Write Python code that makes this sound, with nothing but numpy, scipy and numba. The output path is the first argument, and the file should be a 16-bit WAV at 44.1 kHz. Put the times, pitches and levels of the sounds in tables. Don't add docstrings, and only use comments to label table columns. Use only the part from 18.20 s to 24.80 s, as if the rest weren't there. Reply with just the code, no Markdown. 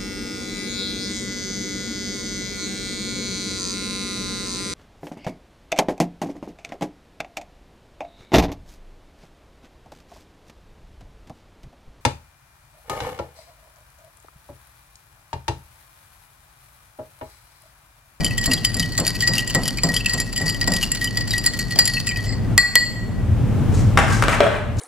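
import sys
import numpy as np
from scipy import signal
from scipy.fft import rfft, irfft, next_fast_len
from scipy.io import wavfile
from scipy.ndimage import uniform_filter1d, map_coordinates
from numba import njit

SR = 44100
rng = np.random.default_rng(int(sys.argv[2]) if len(sys.argv) > 2 else 0)


def inscribe(sig):
    pcm = np.round(np.clip(np.atleast_2d(sig).T, -1, 1) * 32767)
    wavfile.write(sys.argv[1], SR, pcm.astype(np.int16))


N = 291049

# (time [s], tick peak [dB], then against the tick: wall tone [dB],
# side tone [dB], treble [dB], cube ring [dB]; cube pitch [Hz])
ICE_CONTACTS = [(0.0054, -25, -3, -6, -10, -4, 2340), (0.0454, -8.5, -24, -9, -11, -8, 3090),
                (0.0628, -18, -6, -21, -14, 2, 3060), (0.1084, -24, -4, -28, -17, 0, 2600),
                (0.179, -7, -13, -29, -12, -13.5, 3054), (0.2124, -20, -26, -7, -9, -15, 3100),
                (0.2403, -7, -33, -22, -26, -17, 3170), (0.26, -10, -19, -27, -10, -24, 2260),
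                (0.3144, -10, -7, -10, -15, -8, 2710), (0.3341, -2.5, -34, -18, -25, -14, 4000),
                (0.376, -27, -20, -22, -20, 4, 3100), (0.4489, -2, -20, -14, -13.5, -13, 3050),
                (0.543, -14, -17, -10, -10, -23, 2750), (0.5674, -20, -15, -20, -7, -23, 2240),
                (0.596, -8, -22.5, -14, -16, -16, 3750), (0.6274, -14.5, -9, -28, -29, -5, 3000),
                (0.7218, -24.5, -18, -23, -10, -13, 3070), (0.7786, -5.5, -49, -36, -11.5, -20, 3990),
                (0.7981, -14, -27, -27, -4, -16, 2920), (0.8483, -22, -8.5, -11, -28, -17, 2630),
                (0.8664, -4.5, -20, -28, -18, -21, 3830), (0.8777, -12, -40, -6, -11, -16, 4030),
                (0.9547, -16, -35, -26, -21, -12, 2600), (1.0056, -10.5, -21, -11, -18, -16, 3190),
                (1.0234, -8, -10, -28, -13, -21, 3060), (1.0755, -4, -18.5, -10.5, -15.5, -33, 2680),
                (1.1358, -9.5, -14, -15, -38, -21, 4060), (1.1532, -12, -17, -11.5, -32, -16, 2840),
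                (1.1811, -5.5, -20, -16, -22, -5, 2790), (1.1926, -19.5, -4, -31, -25, 0.5, 3080),
                (1.276, -16, -32, -31, -8.5, -15, 3070), (1.2996, -10.5, -33, -36, -18, -16, 2900),
                (1.3478, -3, -15.5, -28, -12.5, -29, 2900), (1.434, -17.5, -37, -9, -17, -21, 3120),
                (1.4557, -15, -8, -10, -32, -6, 3060), (1.479, -7.5, -34, -16, -15, -19, 4240),
                (1.4855, -22.5, -17, -11, -26, 2.5, 3020), (1.5723, -22.5, -23, -7, -4, -13, 3040),
                (1.5846, -23.5, -15, -33, -21, 4.5, 2380), (1.6341, -8.5, -14.5, -11, -4.5, -31, 3000),
                (1.6887, -16.5, -3.5, -11, -16, -48, 3100), (1.7413, -11, -10, -17, -9.5, -21, 2870),
                (1.764, -7, -20, -11, -20, -6.5, 3150), (1.8048, -24, -8, -30, -15, 2.5, 2750),
                (1.8592, -7.5, -23, -17, -11, -4, 2730), (1.8954, -11.5, -12, -9, -13, -24, 2700),
                (1.9344, -11, -19, -37, -7, -30, 2860), (1.9794, -19.5, -5.5, -12, -13, -29, 2460),
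                (2.0009, -10.5, -55, -13.5, -8, -34, 3900), (2.1266, -33, -14, -28, 3, -9, 2720),
                (2.1615, -15.5, -13.5, -25, -5, -7.5, 3030), (2.1774, -13, -10, -12, -9, -27, 2960),
                (2.2146, -19.5, -5, -28, -3, -20, 2290), (2.2608, -17, -5, -15, -12, -26, 2520),
                (2.2804, -16, -9, -6.5, -17, -28, 3070), (2.2971, -10.5, -26, -14, -13.5, -20, 3000),
                (2.3446, -21.5, -5, -23, -15, -6, 3080), (2.4124, -10.5, -9.5, -5.5, -24, -14, 4050),
                (2.4751, -7.5, -10, -19, -8, -29, 2520), (2.5192, -15, -6, -13, -10, -20, 2660),
                (2.5366, -9, -9, -11, -16, -21, 2720), (2.5646, -7.5, -15.5, -16.5, -26, -20, 3110),
                (2.6096, -27, -39, -25, -23, -6, 2980), (2.6285, -5, -26, -25, -23, -6.5, 2945),
                (2.717, -12, -10, -27, -6.5, -17, 2670), (2.7484, -9.5, -18, -23, -17, -32, 3970),
                (2.813, -12.5, -9.5, -27, -23, -19, 3200), (2.8432, -7, -20, -15, -18, -22, 2950),
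                (2.8738, -20.5, -32, -27, -29, 0, 2960), (2.9712, -13, -3.5, -7, -13.5, -15, 3400),
                (3.0084, -15.5, -11, -13, -27, -19, 3120), (3.0761, -21, -6, -17, -10, -26, 3020),
                (3.1067, -16, -33, -6, -12, -12, 4030), (3.1174, -18.5, -23, -15, -23, -1, 3850),
                (3.1356, -16, 1, -16, -31, -7, 3760), (3.1802, -12.5, -55, -13, -12.5, -14, 2870),
                (3.242, -12.5, -12, -17, -30, -22, 3060), (3.2625, -4, -17.5, -29, -8.5, -31, 2200),
                (3.3352, -17.5, -14, -19, -20, -23, 2220), (3.3903, -8, -15, -23, -18, -29, 3000),
                (3.5084, -15.5, -7.5, -23, -18, -21, 2950), (3.558, -16, -22, -12, -18, -13, 3080),
                (3.5885, -0.5, -15.5, -10.5, -7.5, -31, 3940), (3.5957, -10, -24, -12, -18, -8, 4100),
                (3.654, -10.5, -29, -11, -6, -24, 3100), (3.6751, -7.5, -11, -13, -11.5, -20, 3000),
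                (3.7359, -14.5, -24, -12, -22, -18, 3060), (3.768, -21.5, -2, -27, -36, 4.5, 2630),
                (3.8004, -18, -21, -13, -24, -22, 3220), (3.8701, -8.5, -14, -25, -11.5, -18, 2680),
                (3.8896, -18.5, -40, -7, -5, -2.5, 2510), (3.9109, -30, 1.5, -18, -26, 10, 2480),
                (3.9589, -24.5, 3, -6, -28, -1, 2500), (3.9894, -40.5, 18, -23, -35, 7, 3100),
                (4.0414, -30, -19, -20, -14, -8, 3140)]
# (time [s], tick peak [dB], then against the tick: wall tone [dB], side tone [dB],
# treble [dB], short ring [dB]; short ring pitch [Hz])
RIM_TAPS = [(4.3784, 0.56, -11, -28.5, -24, -24.1, 2800), (4.555, 0.54, -13.5, -26.5, -25.5, -13, 2310)]
# (frequency [Hz], level [dB], t60 [s], name of the level that drives it)
GLASS_MODES = [(1928, -11, 0.7, "wall"), (1939, 2, 0.27, "wall"), (4338, -12, .6, "second"),
               (4344, -2, 0.36, "second"), (4870, 2, 0.085, "treble"), (4835, -1.5, 0.4, "side"),
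               (7400, -4, 0.45, "treble"), (7488, -2, 0.13, "treble"), (8667, -10, .1, "treble"),
               (11220, -4, 0.25, "side"), (14030, -14, .08, "treble")]
# (time [s], level [dB])
SECOND_TONE_LEVEL = [(0, -36), (2.0, -87), (2.7, -31), (3.5, -11.5), (3.6, -15.5), (3.75, -4), (4.0, -29),
                     (4.35, -17)]
# (frequency [Hz], level [dB], t60 [s], name of the level that drives it)
CUBE_MODES = [(3046, -4.5, 0.027, "cube"), (4755, 9.5, 0.022, "side"), (5455, 7, 0.0089, "side"),
              (7300, 10, 0.013, "treble"), (10380, 11.5, 0.0098, "treble"), (10600, -63, 0.0074, "cube")]
# (time [s], peak [dB], grinding noise against it [dB])
TABLE_THUDS = [(0.009, -20.5, -16), (0.275, -17.5, -13.5), (0.551, -22.5, -15.5), (0.789, -22.5, -5.5),
               (1.088, -23, -11), (1.348, -18, -7), (1.634, -16, -10), (1.94, -22.5, -11.5),
               (2.207, -22, -12.5), (2.476, -17, -10.5), (2.817, -30, -13), (3.56, -27.5, -6.5)]
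# (frequency [Hz], level [dB], t60 [s])
TABLE_MODES = [(165, -2, 0.18), (184.7, 2, 0.048), (258, -3.5, 0.076)]
# (time [s], peak [dB], hollow tone against it [dB], treble against it [dB])
SHELF_KNOCKS = [(5.774, 0, -18.5, -12), (5.787, -10, -5, -12), (6.024, -5, -14, -12),
                (6.038, -12, -17, -14), (6.083, -7, -11.5, -15), (6.128, -12.5, -28, -29),
                (6.205, -3.5, 0, -36), (6.217, -37, -6, -20), (6.234, -24, 4, -10)]
# (frequency [Hz], level [dB], t60 [s])
SHELF_MODES = [(461.6, -4, 0.091), (586, -1, 0.11), (649, -4, 0.083), (1084, -29, 0.11),
               (1217, -2.5, 0.018), (1330, -2.5, 0.0088), (2344, -11, 0.026)]
# (time [s], length [s], level [dB], treble against it [dB])
SHELF_SCRAPES = [(5.51, 0.08, -40.5, 2), (5.798, 0.19, -36, -5), (5.88, 0.072, -35.5, 1.5),
                 (6.054, 0.045, -50, -7), (6.079, 0.072, -29.5, -7.5), (6.222, 0.13, -29, -19.5),
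                 (6.564, 0.047, -46, 15)]
# (time [s], frequency [Hz], level [dB], length [s])
SHELF_SQUEAKS = [(5.909, 1593, -26, 0.045), (5.977, 1590, -33.5, 0.043)]
# (time [s], level [dB])
RUMBLE_LEVEL = [(0.0, -23), (0.2, -27), (0.86, -28.5), (1.3, -27), (2.15, -29.5), (2.43, -24.5), (2.8, -30),
                (3.0, -26), (3.88, -29), (4.34, -19.5), (4.45, -34.5), (4.85, -24.5), (5.5, -16.5),
                (6.05, -19.5), (6.19, -22.5), (6.41, -29), (6.6, -23)]
# (frequency [Hz], level per Hz [dB])
RUMBLE_SPECTRUM = [(20, -28), (32, -6.5), (41, 2), (55, -5), (80, -17), (108, 0.5), (140, -7), (230, -10),
                   (350, -20), (1400, -36.5), (3400, -46), (4300, -51), (8600, -52.5), (15500, -61.5)]
# (frequency [Hz], correlation [0-1])
RUMBLE_LIKENESS = [(30, 0), (70, 0.64), (150, 0.44), (500, 0.67), (2000, 0.91), (8000, 0)]
# (time [s], level [dB])
LOW_RUMBLE_LEVEL = [(3.6, -43), (4.3, -25.5), (4.5, -64), (5.1, -19), (5.6, -18), (6.1, -28.5),
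                    (6.3, -31.5), (6.6, -21.5)]
# (frequency [Hz], lead of the right port [rad])
PORT_PHASE = [(100, -3.5), (3300, 0.5), (4500, 1.5), (7400, 1.2), (9600, 2), (13000, 1.5), (16000, -1.5)]

WET_DAMP, WET_PITCH, DRY_PITCH = 0.55, 0.992, 1.0
SLOSH_DB, SLOSH_LAW, SLOSH_REST_DB = -36, 0.4, -45
SLOSH_HALF_SMOOTH_S, SETTLE_T60_S, SPOON_OUT_S = 0.004, 0.079, 4.29
LIFT_S, LIFT_LENGTH_S, LIFT_DB = 4.065, 0.079, -28
TURN_HZ, CIRCLE_US = 3.55, 8.7
SCRAPE_ATTACK_S, SCRAPE_RELEASE_S = 0.044, 0.028
JOLT_DB, JOLT_T60_S = -14.5, 0.11
PORCH_T60_S, PORCH_DB = 0.89, -17
LEFT_DB = 1.5
TOP_HZ = 15730
T = np.arange(N) / SR
SIZE = next_fast_len(N, True)
HZ = np.maximum(np.arange(SIZE // 2 + 1) * SR / SIZE, 1.)
NOISE = rng.standard_normal(2 * N)
WAVER = np.interp(np.arange(2 * N) * 120 / SR, np.arange(2000), rng.standard_normal(2000))


def strike(rows, damp, pitch, push, rattle, wobble, glass_db, cube_db, tick_db, thump_db):
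    s, peak_db, wall, side, treble, cube, cube_hz = np.transpose(rows)
    second = np.interp(s, *np.transpose(SECOND_TONE_LEVEL))
    drive = {"wall": wall, "second": second, "side": side, "treble": treble, "cube": cube}

    scatter = rng.random((len(s), 4)) + [-1.5, -0.38, 0.33, 0.37]
    late = np.hstack([0 * s[:, None], rattle * scatter])
    count = late.shape[1]
    parts = np.maximum(s[:, None] + late, 0).ravel()
    part_db = (peak_db[:, None] + [-2, -12, -5, -8.5, -24]).ravel()

    tick = burst(blows(parts, undb(part_db)), 0.0068)
    hiss = burst(blows(parts, undb(part_db + np.repeat(treble, count))), 0.012)
    thump = burst(blows(s, undb(peak_db)), 0.043)
    out = undb(tick_db) * band(tick, 2140, 11300)
    out += undb(tick_db + 11.5) * band(hiss, 9200, 9900)
    out += undb(thump_db) * band(thump, 380, 2200)

    modes = [(loaded(f, pitch), db + glass_db, t * damp ** (f / 3500), c) for f, db, t, c in GLASS_MODES]
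    modes += [(f, db + cube_db, t, c) for f, db, t, c in CUBE_MODES]
    for f, db, t60, driver in modes:
        chance_db = 2.5 * rng.standard_normal(len(s))
        size = undb(peak_db + drive[driver] + db + chance_db)
        out += ring(blows(s, size), f, t60, push, wobble * f)

    t = np.arange(int(.04 * SR)) / SR
    shape = np.exp(-t / 0.0039) * (1 - np.exp(-t / 0.0014))
    ring_db = part_db + np.repeat(cube, count) + cube_db + 5.5
    ring_hz = np.repeat(cube_hz, count) * (1 + 0.034 * rng.standard_normal(late.size))
    for start, db, hz in zip(parts, ring_db, ring_hz):
        at = int(start * SR)
        out[at:at + len(t)] += undb(db) * np.sin(2 * np.pi * hz * t) * shape
    return out


def slosh():
    chance = rng.random((1500, 3)).T
    size = undb(-2.5 * np.log(chance[1] + 1e-9)) * np.sign(chance[2] - .5)
    ticks = blows(4.25 * chance[0], size)
    cubes = sum(undb(db) * ring(ticks, f, t) for f, db, t, _ in CUBE_MODES[:3])
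    wall = sum(undb(db) * ring(ticks, loaded(f, WET_PITCH), t * WET_DAMP) for f, db, t, _ in GLASS_MODES[:4])
    noise = band(burst(ticks, 0.016), 660, 10370)
    body = unit(cubes) + undb(0.5) * unit(wall) + undb(-1.5) * unit(noise)

    s, peak_db = np.transpose(ICE_CONTACTS)[:2]
    stir = dying(s, undb(peak_db), SETTLE_T60_S) + undb(SLOSH_REST_DB)
    stir = uniform_filter1d(stir, int(2 * SLOSH_HALF_SMOOTH_S * SR))
    fade = np.clip((SPOON_OUT_S - T) / 0.23, 0, 1)
    return body * undb(SLOSH_DB) * (10 * stir) ** SLOSH_LAW * fade


def lift():
    chance = rng.random((60, 2)).T
    rub = blows(LIFT_S + LIFT_LENGTH_S * chance[0], chance[1] - .5)
    out = np.zeros(N)
    for f, db, t60, _ in GLASS_MODES[1:8]:
        out += undb(db) * ring(rub, 1.01 * f, 0.14 * t60, 0.001, 0.0186 * f)
    return undb(LIFT_DB) * out


def loaded(hz, pitch):
    return hz * pitch ** (GLASS_MODES[0][0] / hz) ** 2


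def circling(x):
    lag = CIRCLE_US * 1e-6 * SR * np.sin(2 * np.pi * TURN_HZ * T) * (T < SPOON_OUT_S)
    return np.array([map_coordinates(v, [np.arange(N) + way * lag], mode="mirror")
                     for v, way in zip(x, (1, -1))])


def rocking():
    s, peak_db, upper_db = np.transpose(TABLE_THUDS)
    board = sum(ring(chatter(s, undb(peak_db + db + 5), 0.33), f, t) for f, db, t in TABLE_MODES)
    grind = burst(blows(s, undb(peak_db + upper_db)), 0.41)
    return board + undb(17.5) * band(grind, 206, 830)


def shelf():
    s, peak_db, hollow_db, treble_db = np.transpose(SHELF_KNOCKS)
    knock = burst(blows(s, undb(peak_db)), 0.014)
    crack = burst(blows(s, undb(peak_db + treble_db)), 0.0073)
    out = undb(2.5) * band(knock, 620, 3300) + undb(3.0) * band(crack, 5400, 10200)
    for f, db, t60 in SHELF_MODES:
        chance_db = 0.48 * rng.standard_normal(len(s))
        size = undb(peak_db + hollow_db * (f < 800) + db - 1.5 + chance_db)
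        out += ring(blows(s, size), f, t60, wobble_hz=39.0)

    chance = rng.random((1500, 2)).T
    grains = blows(5.4 + 1.4 * chance[0], undb(-2.5 * np.log(chance[1] + 1e-9)))
    grit = burst(grains, 0.034) * (T > 5.4)
    low, high = band(grit, 640, 2040), band(grit, 3900, 8300)
    dull = dying(s, undb(peak_db + JOLT_DB), JOLT_T60_S)
    bright = dying(s, undb(peak_db + JOLT_DB + treble_db), JOLT_T60_S)
    for start, length, db, top_db in SHELF_SCRAPES:
        attack = np.clip((T - start) / SCRAPE_ATTACK_S, 0, 1)
        shape = attack * np.exp(-np.maximum(T - start - length, 0) / SCRAPE_RELEASE_S)
        dull = dull + undb(db) * shape
        bright = bright + undb(db + top_db) * shape
    return out + np.sqrt(1.2 * SR / N) * (unit(low) * dull + unit(high) * bright)


def squeaks():
    out = np.zeros(N)
    for s, hz, db, length in SHELF_SQUEAKS:
        shape = np.clip(1 - (2 * (T - s) / length - 1) ** 4, 0, 1)
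        out += undb(db) * np.sin(2 * np.pi * hz * T) * shape
    return out * flutter(2.0)


def porch(x, t60, db, alike, dull):
    t = np.arange(int(.6 * SR)) / SR
    tail = rng.standard_normal((2, len(t))) * np.exp(-np.log(1000) * t / t60) * (t > .003)
    tail = signal.lfilter([1, -1], [1, -.96], tail + alike * tail[::-1])
    tail = signal.lfilter([1], [1, -dull], tail)
    tail = tail / np.sqrt(np.sum(tail[0] ** 2))
    size = next_fast_len(N + len(t), True)
    return undb(db) * irfft(rfft(x, size) * rfft(tail, size), size)[:, :N]


def rumble():
    mid, side = (rfft(rng.standard_normal(SIZE)) * undb(across(RUMBLE_SPECTRUM)) for _ in range(2))
    like = np.clip(across(RUMBLE_LIKENESS), 0, 1)
    opposite = np.array([[1], [-1]])
    both = irfft(np.sqrt(1 + like) * mid + np.sqrt(1 - like) * side * opposite, SIZE)[:, :N]
    return unit(both) * undb(along(RUMBLE_LEVEL))


def low_rumble():
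    low = [unit(band(band(rng.standard_normal(N), 74, 126.4), 74, 126.4)) for _ in range(2)]
    both = low[0] + 0.1 * low[1] * np.array([[1], [-1]])
    return both * undb(along(LOW_RUMBLE_LEVEL)) * (T > LOW_RUMBLE_LEVEL[0][0])


def ring(x, hz, t60, push=0.00015, wobble_hz=1.7):
    out, on = np.zeros(N), sounding(x, t60)
    wobble = 2 * np.pi * wobble_hz / SR * walk()[on]
    fall = np.exp(-np.log(1000) / (t60 * SR))
    swell = np.exp(-1 / (push * SR))
    out[on] = mode(x[on] + 1e-18, np.exp(2j * np.pi * hz / SR), fall, swell, wobble)
    return out


@njit
def mode(x, turn, fall, swell, wobble):
    y, z, soft = np.empty(len(x)), 0j, 0j
    for i in range(len(x)):
        step = turn * (1 + 1j * wobble[i] - .5 * wobble[i] ** 2)
        z = z * step * fall + x[i]
        soft = soft * step * swell + (1 - swell) * z
        y[i] = soft.imag
    return y


def blows(s, size):
    x = np.zeros(N)
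    np.add.at(x, np.minimum((s * SR).astype(int), N - 1), size)
    return x


def burst(x, t60):
    fall = np.exp(-np.log(1000) / (t60 * SR))
    at = rng.integers(N)
    return signal.lfilter([1], [1, -fall], np.abs(x) + 1e-18) * NOISE[at:at + N]


def chatter(s, size, t60):
    return burst(blows(s, size), t60) * np.sqrt(2 * np.log(1000) / (t60 * SR))


def dying(s, size, t60):
    return signal.lfilter([1], [1, -np.exp(-np.log(1000) / (t60 * SR))], blows(s, size))


def walk():
    at = rng.integers(N)
    return WAVER[at:at + N]


def flutter(db):
    return undb(db * walk())


def sounding(x, tail):
    on = np.flatnonzero(np.abs(x) > 1e-7)
    return slice(on[0], min(on[-1] + int(tail * SR), N))


def band(x, lo_hz, hi_hz):
    out, on = np.zeros(N), sounding(x, .05)
    out[on] = signal.sosfilt(signal.butter(2, [lo_hz, hi_hz], "band", fs=SR, output="sos"), x[on])
    return out


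def undb(db):
    return 10 ** (np.asarray(db) / 20)


def along(table):
    return np.interp(T, *np.transpose(table))


def across(table):
    hz, value = np.transpose(table)
    return np.interp(np.log(HZ), np.log(hz), value)


def unit(x):
    return x / np.sqrt(np.mean(x ** 2))


def scene():
    glass = strike(ICE_CONTACTS, WET_DAMP, WET_PITCH, push=0.0023, rattle=0.0091, wobble=0.0072,
                   glass_db=-1.5, cube_db=0.5, tick_db=-1.5, thump_db=-32)
    glass += strike(RIM_TAPS, 1.145, DRY_PITCH, push=0.00033, rattle=0.00041, wobble=0.0018,
                    glass_db=3.0, cube_db=-6, tick_db=3.5, thump_db=-7)
    glass += slosh() + lift()
    phase = .5j * across(PORT_PHASE) * np.array([[-1], [1]])
    near = irfft(rfft(glass, SIZE) * np.exp(phase), SIZE)[:, :N]
    out = circling(near) + porch(glass, PORCH_T60_S, PORCH_DB, alike=0.38, dull=0.82) + rocking()

    far = shelf() + squeaks()
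    out += far * undb(np.array([[1.2], [-1.2]])) + porch(far, 0.78, -4, alike=0.25, dull=0.46)
    out += rumble() + low_rumble()
    return out * undb(np.array([[LEFT_DB], [-LEFT_DB]]) / 2)


def record(dry):
    cut = signal.ellip(10, .2, 80, TOP_HZ, fs=SR, output="sos")
    return np.clip(signal.sosfilt(cut, np.clip(dry, -1, 1)), -1, 1)


dry = scene()
out = record(dry)
inscribe(out)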